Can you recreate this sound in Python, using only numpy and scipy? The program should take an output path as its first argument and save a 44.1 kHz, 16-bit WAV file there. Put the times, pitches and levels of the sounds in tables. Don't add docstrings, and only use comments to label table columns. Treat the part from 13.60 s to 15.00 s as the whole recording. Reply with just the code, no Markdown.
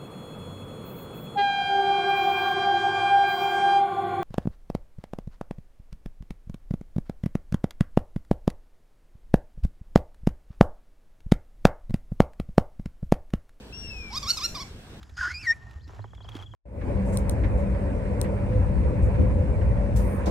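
import sys
import numpy as np
from scipy import signal
from scipy.fft import rfft, irfft
from scipy.io import wavfile
from scipy.ndimage import uniform_filter1d

SR = 44100
rng = np.random.default_rng(int(sys.argv[2]) if len(sys.argv) > 2 else 0)


def output_pcm(signal):
    pcm = np.clip(np.atleast_2d(signal).T, -1, 1) * 32767
    wavfile.write(sys.argv[1], SR, np.round(pcm).astype(np.int16))


N = 61739
T = np.arange(N) / SR
HZ = np.fft.rfftfreq(N, 1 / SR)
NOTE_FADE_S, JITTER, JITTER_HZ = 0.0059, 0.004, 520


def amp(db):
    return 10 ** (np.asarray(db) / 20)


def unit(x):
    return x / np.sqrt(np.mean(x ** 2) + 1e-20)


def at_hz(table, hz, column=1):
    rows = np.array(table)
    return np.interp(np.log(hz + 1), np.log(rows[:, 0] + 1), rows[:, column])


def curves(table):
    times, *columns = np.transpose(table)
    return [np.interp(T, times, column) for column in columns]


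def gate(table, fade_s):
    return np.clip(np.minimum(T - table[0][0], table[-1][0] - T) / fade_s + .5, 0, 1)


def band(hz, width_hz):
    return unit(irfft(rfft(rng.standard_normal(N)) * np.exp(-2 * ((HZ - hz) / width_hz) ** 2), N))


def rumble_and_hiss():
    # f/Hz, relative level/dB
    colour = [(15, -21), (25, 0.5), (82, -2.5), (173, -9.5), (209, -5.5), (239, -12.5), (389, -14),
              (469, -15), (582, -18.5), (2360, -32), (2700, -29), (4040, -32.5), (15500, -52)]
    # f/Hz, likeness (-1 to 1)
    likeness = [(60, 0.94), (130, 1), (290, 0.91), (640, 0.76), (1400, 0.54), (3100, -0.53), (6800, -0.19),
                (15000, -0.36)]
    # f/Hz, left minus right/dB
    balance = [(700, 0), (1300, -1), (8000, 1.5), (13000, -9.5)]
    # t/s, level change/dB
    swell = [(0, -3.5), (.17, 3.5), (.6, 2.5), (.8, 3), (1.02, 4.5), (1.4, -2)]
    frame, hop, rumble_top_hz = 2048, 512, 257
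    hz = np.fft.rfftfreq(frame, 1 / SR)
    noise = rng.standard_normal((5, N // hop + 5, len(hz)))
    left, other = noise[0] + 1j * noise[1], noise[2] + 1j * noise[3]
    patches_db = 2 * unit(uniform_filter1d(uniform_filter1d(noise[4], 7, axis=0), 16, axis=1))
    alike = np.clip(at_hz(likeness, hz), -1, 1)
    right = alike * left + np.sqrt(1 - alike ** 2) * other
    lean = amp(at_hz(balance, hz) / 2)
    spectra = np.array([left * lean, right / lean])
    spectra *= amp(at_hz(colour, hz) + patches_db) / np.sqrt(1 + np.maximum(alike, -.5)) * (hz > 0)
    swell_db = np.interp(np.arange(len(left)) * hop / SR, *np.transpose(swell))
    spectra *= amp(swell_db[:, None] / (1 + (hz / rumble_top_hz) ** 2))
    air = signal.istft(spectra.transpose(0, 2, 1), nperseg=frame, noverlap=frame - hop)[1][:, :N]
    return amp(-43.5) * unit(air)


def hum():
    # f/Hz, width/Hz, level/dB
    bands = [(55.5, 1.5, -50.5), (217.6, 17, -61)]
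    return sum(amp(db) * band(hz, width_hz) for hz, width_hz, db in bands)


def hush_and_insects():
    # f/Hz, width/Hz, level/dB
    bands = [(1580, 370, -63), (8230, 1500, -68.5)]
    return sum(amp(db) * np.array([band(hz, width_hz) for _ in range(2)]) for hz, width_hz, db in bands)


def whistle():
    # t/s, pitch/Hz, base tone level/dB, octave level/dB
    path = [(0.125, 2600, -49.5, -60), (0.139, 2728, -52, -43.5), (0.161, 2769, -51.5, -44.5),
            (0.189, 2802, -70, -39.5), (0.251, 2762, -47.5, -45), (0.293, 2693, -56, -42.5),
            (0.313, 2664, -44.5, -49), (0.351, 2565, -50.5, -54.5), (0.369, 2527, -47.5, -56.5),
            (0.447, 2390, -48, -61), (0.493, 2320, -50, -64.5), (0.518, 2240, -53.5, -69),
            (0.535, 2193, -56, -75)]
    # t/s, level/dB
    third_tone = [(.14, -75), (.2, -60), (.36, -67), (.47, -73)]
    # t/s, share of hiss (0 to 1)
    hiss_share = [(.26, .04), (.33, .35), (.39, 1)]
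    # left gain/dB, right gain/dB, right lag/radians
    sides = [(7.5, 0, 1.96), (1.5, -6.5, 2), (-4, -4.5, 0.81)]
    smooth_samples = 1 + round(0.011 * SR)
    hz, base_db, octave_db = [uniform_filter1d(curve, smooth_samples) for curve in curves(path)]
    airy = curves(hiss_share)[0]
    phase = 2 * np.pi * np.cumsum(hz * (1 + 0.0016 * band(0, 260))) / SR
    third_level = amp(curves(third_tone)[0]) * (1 + band(0, 430))
    levels = [amp(base_db), amp(octave_db) * np.sqrt(1 - airy ** 2), third_level]
    hiss = np.array([band(hz=5420, width_hz=280) for _ in range(2)])
    sound = hiss * airy * amp(octave_db + 8.5)
    for k, (level, (left_db, right_db, lag)) in enumerate(zip(levels, sides), 1):
        tone = np.array([amp(left_db) * np.sin(k * phase), amp(right_db) * np.sin(k * phase - lag)])
        sound += np.sqrt(2) * level * tone
    return sound * gate(path, fade_s=0.0042)


def field_echo(call):
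    # delay/s, left gain/dB, right gain/dB
    echoes = [(.011, -21, -45), (.029, -17.5, -24.5), (.05, -24, -50)]
    # f/Hz, relative level/dB
    colour = [(1000, -4.5), (2300, 13.5), (4200, -1.5), (5600, 3), (7200, 14.5), (12000, 8.5)]
    rise_s, fade_60_db_s, tail_db = 0.032, 0.37, -6.5
    t = T[:SR // 2]
    scatter = irfft(rfft(rng.standard_normal((2, N))) * amp(at_hz(colour, HZ)), N)
    tail = scatter[:, :len(t)] * np.minimum(t / rise_s, 1) * amp(-60 * t / fade_60_db_s)
    tail *= amp(tail_db) / np.linalg.norm(tail, axis=1, keepdims=True)
    for delay, left_db, right_db in echoes:
        tail[:, round(delay * SR)] += amp([left_db, right_db])
    return signal.fftconvolve(call, tail, axes=1)[:, :N]


def wind_puffs():
    # t/s, half length/s, level/dB
    puffs = [(.243, .014, -42), (.289, .011, -42), (.375, .03, -43), (.668, .018, -42), (.908, .024, -41),
             (1.117, .011, -39)]
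    sound = np.zeros(N)
    for middle_s, half_s, db in puffs:
        swell = np.exp(-((T - middle_s) / half_s) ** 2)
        puff = band(hz=52.7, width_hz=80) * swell
        sound += amp(db) * puff * np.linalg.norm(swell) / np.linalg.norm(puff)
    return sound


def harsh_note(path, second_db):
    # f/Hz, relative level/dB
    throat = [(900, -20), (1700, -13), (2300, -5.5), (2900, -17.5), (3500, -8), (4400, -4.5), (4900, -5.5),
              (5500, -6), (6200, -13.5), (7300, -22.5), (8500, -25), (9900, -39), (11300, -30.5),
              (12600, -25.5), (14000, -41), (15500, -54)]
    # t/s, half length/s, strength
    cracks = [(0.54, 0.012, 0.37), (0.6218, 0.0029, 1), (0.6998, 0.0017, 0.53), (0.7038, 0.0011, 0.27),
              (0.767, 0.0019, 0.61), (0.945, 0.0023, 1)]
    warble_hz, flutter_hz, flutter_db = 270, 128.83, 2
    shrill_hz, focus_hz, focus_width_hz, db_per_octave = 1354, 5290, 400, 20.5
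    hz, base_db, overtones_db = curves(path)
    crack = sum(strength * np.exp(-((T - s) / half_s) ** 4) for s, half_s, strength in cracks)
    overtones_db += 3 * crack
    wobble = JITTER * band(0, 2 * JITTER_HZ) + .08 * crack * np.sin(2 * np.pi * warble_hz * T)
    hz = uniform_filter1d(hz, size=130) * (1 + wobble)
    phase = 2 * np.pi * np.cumsum(hz) / SR
    k = np.arange(2, 15)[:, None]
    off_focus = 1 - np.exp(-((k * hz - focus_hz) / focus_width_hz) ** 2)
    beak_db = db_per_octave * np.log2(hz / shrill_hz) * off_focus
    random_rows = rng.standard_normal((len(k), N // 20))
    flutter = np.array([np.interp(T * flutter_hz, np.arange(len(row)), row) for row in random_rows])
    weights = amp(at_hz(throat, k * hz) + beak_db + flutter_db * flutter + second_db * (k == 2))
    lag = 0.416 * k ** 2
    overtones = (weights * np.cos(k * phase - lag)).sum(0) / np.linalg.norm(weights, axis=0)
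    puffs = rng.standard_normal(N) * (1 + np.cos(phase))
    rasp = unit(irfft(rfft(puffs) * amp(at_hz(throat, HZ)), N))
    rasp_level = amp((overtones_db + base_db) / 2 - 14) + crack * amp(overtones_db - 6)
    voice = np.sqrt(2) * (amp(base_db) * np.cos(phase) + amp(overtones_db) * overtones)
    tremble = 1 + .09 * band(0, 1250)
    return (voice * tremble + rasp_level * rasp) * gate(path, NOTE_FADE_S)


def yelps():
    # t/s, pitch/Hz, base tone level/dB, overtone level/dB
    paths = [
        [(0.503, 781.5, -49, -51), (0.522, 860, -48.5, -48), (0.531, 952, -42.5, -40.5),
         (0.543, 1037, -40, -41), (0.559, 1110, -38.5, -32), (0.57, 1230, -39, -33), (0.578, 1260, -49, -26.5),
         (0.585, 1237, -50, -31), (0.588, 1210, -41, -48)],
        [(0.622, 847.4, -50, -51), (0.626, 924, -51, -45), (0.63, 1175, -42, -33.5), (0.637, 1163, -39.5, -35),
         (0.651, 1057, -42, -43), (0.661, 1093, -40.5, -40.5), (0.679, 1265, -39.5, -32),
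         (0.695, 1423, -41, -25), (0.699, 1337, -41, -23.5), (0.703, 1370, -39, -26.5),
         (0.705, 1471, -42.5, -17.5), (0.71, 1483, -44.5, -20), (0.718, 1432, -46, -23),
         (0.722, 1335, -39, -33)],
        [(0.766, 880, -50, -60), (0.77, 992, -43.5, -43), (0.773, 1280, -46, -30.5),
         (0.781, 1300, -42.5, -31.5), (0.798, 1046, -42, -41.5), (0.811, 1010, -45.5, -35),
         (0.816, 1156, -39, -38), (0.832, 1242, -43.5, -33.5), (0.845, 1387, -43, -24.5),
         (0.856, 1411, -39.5, -25.5), (0.863, 1410, -46, -25), (0.868, 1270, -61, -46)],
        [(0.945, 923, -42, -49), (0.952, 1235, -48.5, -33.5), (0.96, 1202, -39, -36.5),
         (0.979, 999.5, -43, -39.5), (0.991, 970, -49, -42.5), (1.005, 1107, -41, -37),
         (1.018, 1160, -46.5, -39), (1.033, 1022, -45.5, -39.5), (1.039, 1010, -57, -60)],
    ]
    second_dbs = [-10.5, -6.5, -4.5, -4.5]
    # f/Hz, left minus right/dB, left lead/radians
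    sides = [(1010, -1, 0.18), (1270, 2, -0.47), (2090, -4, -1.46), (3380, -0.5, -0.41), (3740, 1, -1.34),
             (4700, -4.5, -0.78), (5230, -2.5, -0.29), (6950, 5, -1.4), (7500, 0.5, -1.53),
             (12500, -6.5, -1.26)]
    notes = sum(harsh_note(path, db) for path, db in zip(paths, second_dbs))
    lean = amp(at_hz(sides, HZ) / 2) * np.exp(.5j * at_hz(sides, HZ, column=2))
    pair = np.array([lean, 1 / lean])
    return irfft(rfft(notes) * pair / np.sqrt(np.mean(abs(pair) ** 2, 0)), N)


def side_tone():
    # t/s, pitch/Hz, level/dB
    path = [(.818, 1590, -60), (.832, 1778, -52), (.844, 1990, -59), (.856, 1760, -57), (.867, 1810, -52)]
    hz, db = curves(path)
    phase = 2 * np.pi * np.cumsum(hz * (1 + JITTER * band(0, JITTER_HZ))) / SR
    return np.sqrt(2) * amp(db) * np.sin(phase) * gate(path, NOTE_FADE_S)


def scene():
    thin, harsh = whistle(), yelps()
    bird = thin + harsh + side_tone() + field_echo(harsh + amp(-8.5) * thin)
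    return bird + rumble_and_hiss() + hum() + hush_and_insects() + wind_puffs()


def record(dry):
    cutoff_hz = 15700
    low_pass = signal.firwin(511, cutoff_hz, window=("kaiser", 9), fs=SR)
    return signal.oaconvolve(dry, low_pass[None], "same")


dry = scene()
out = record(dry)
output_pcm(out)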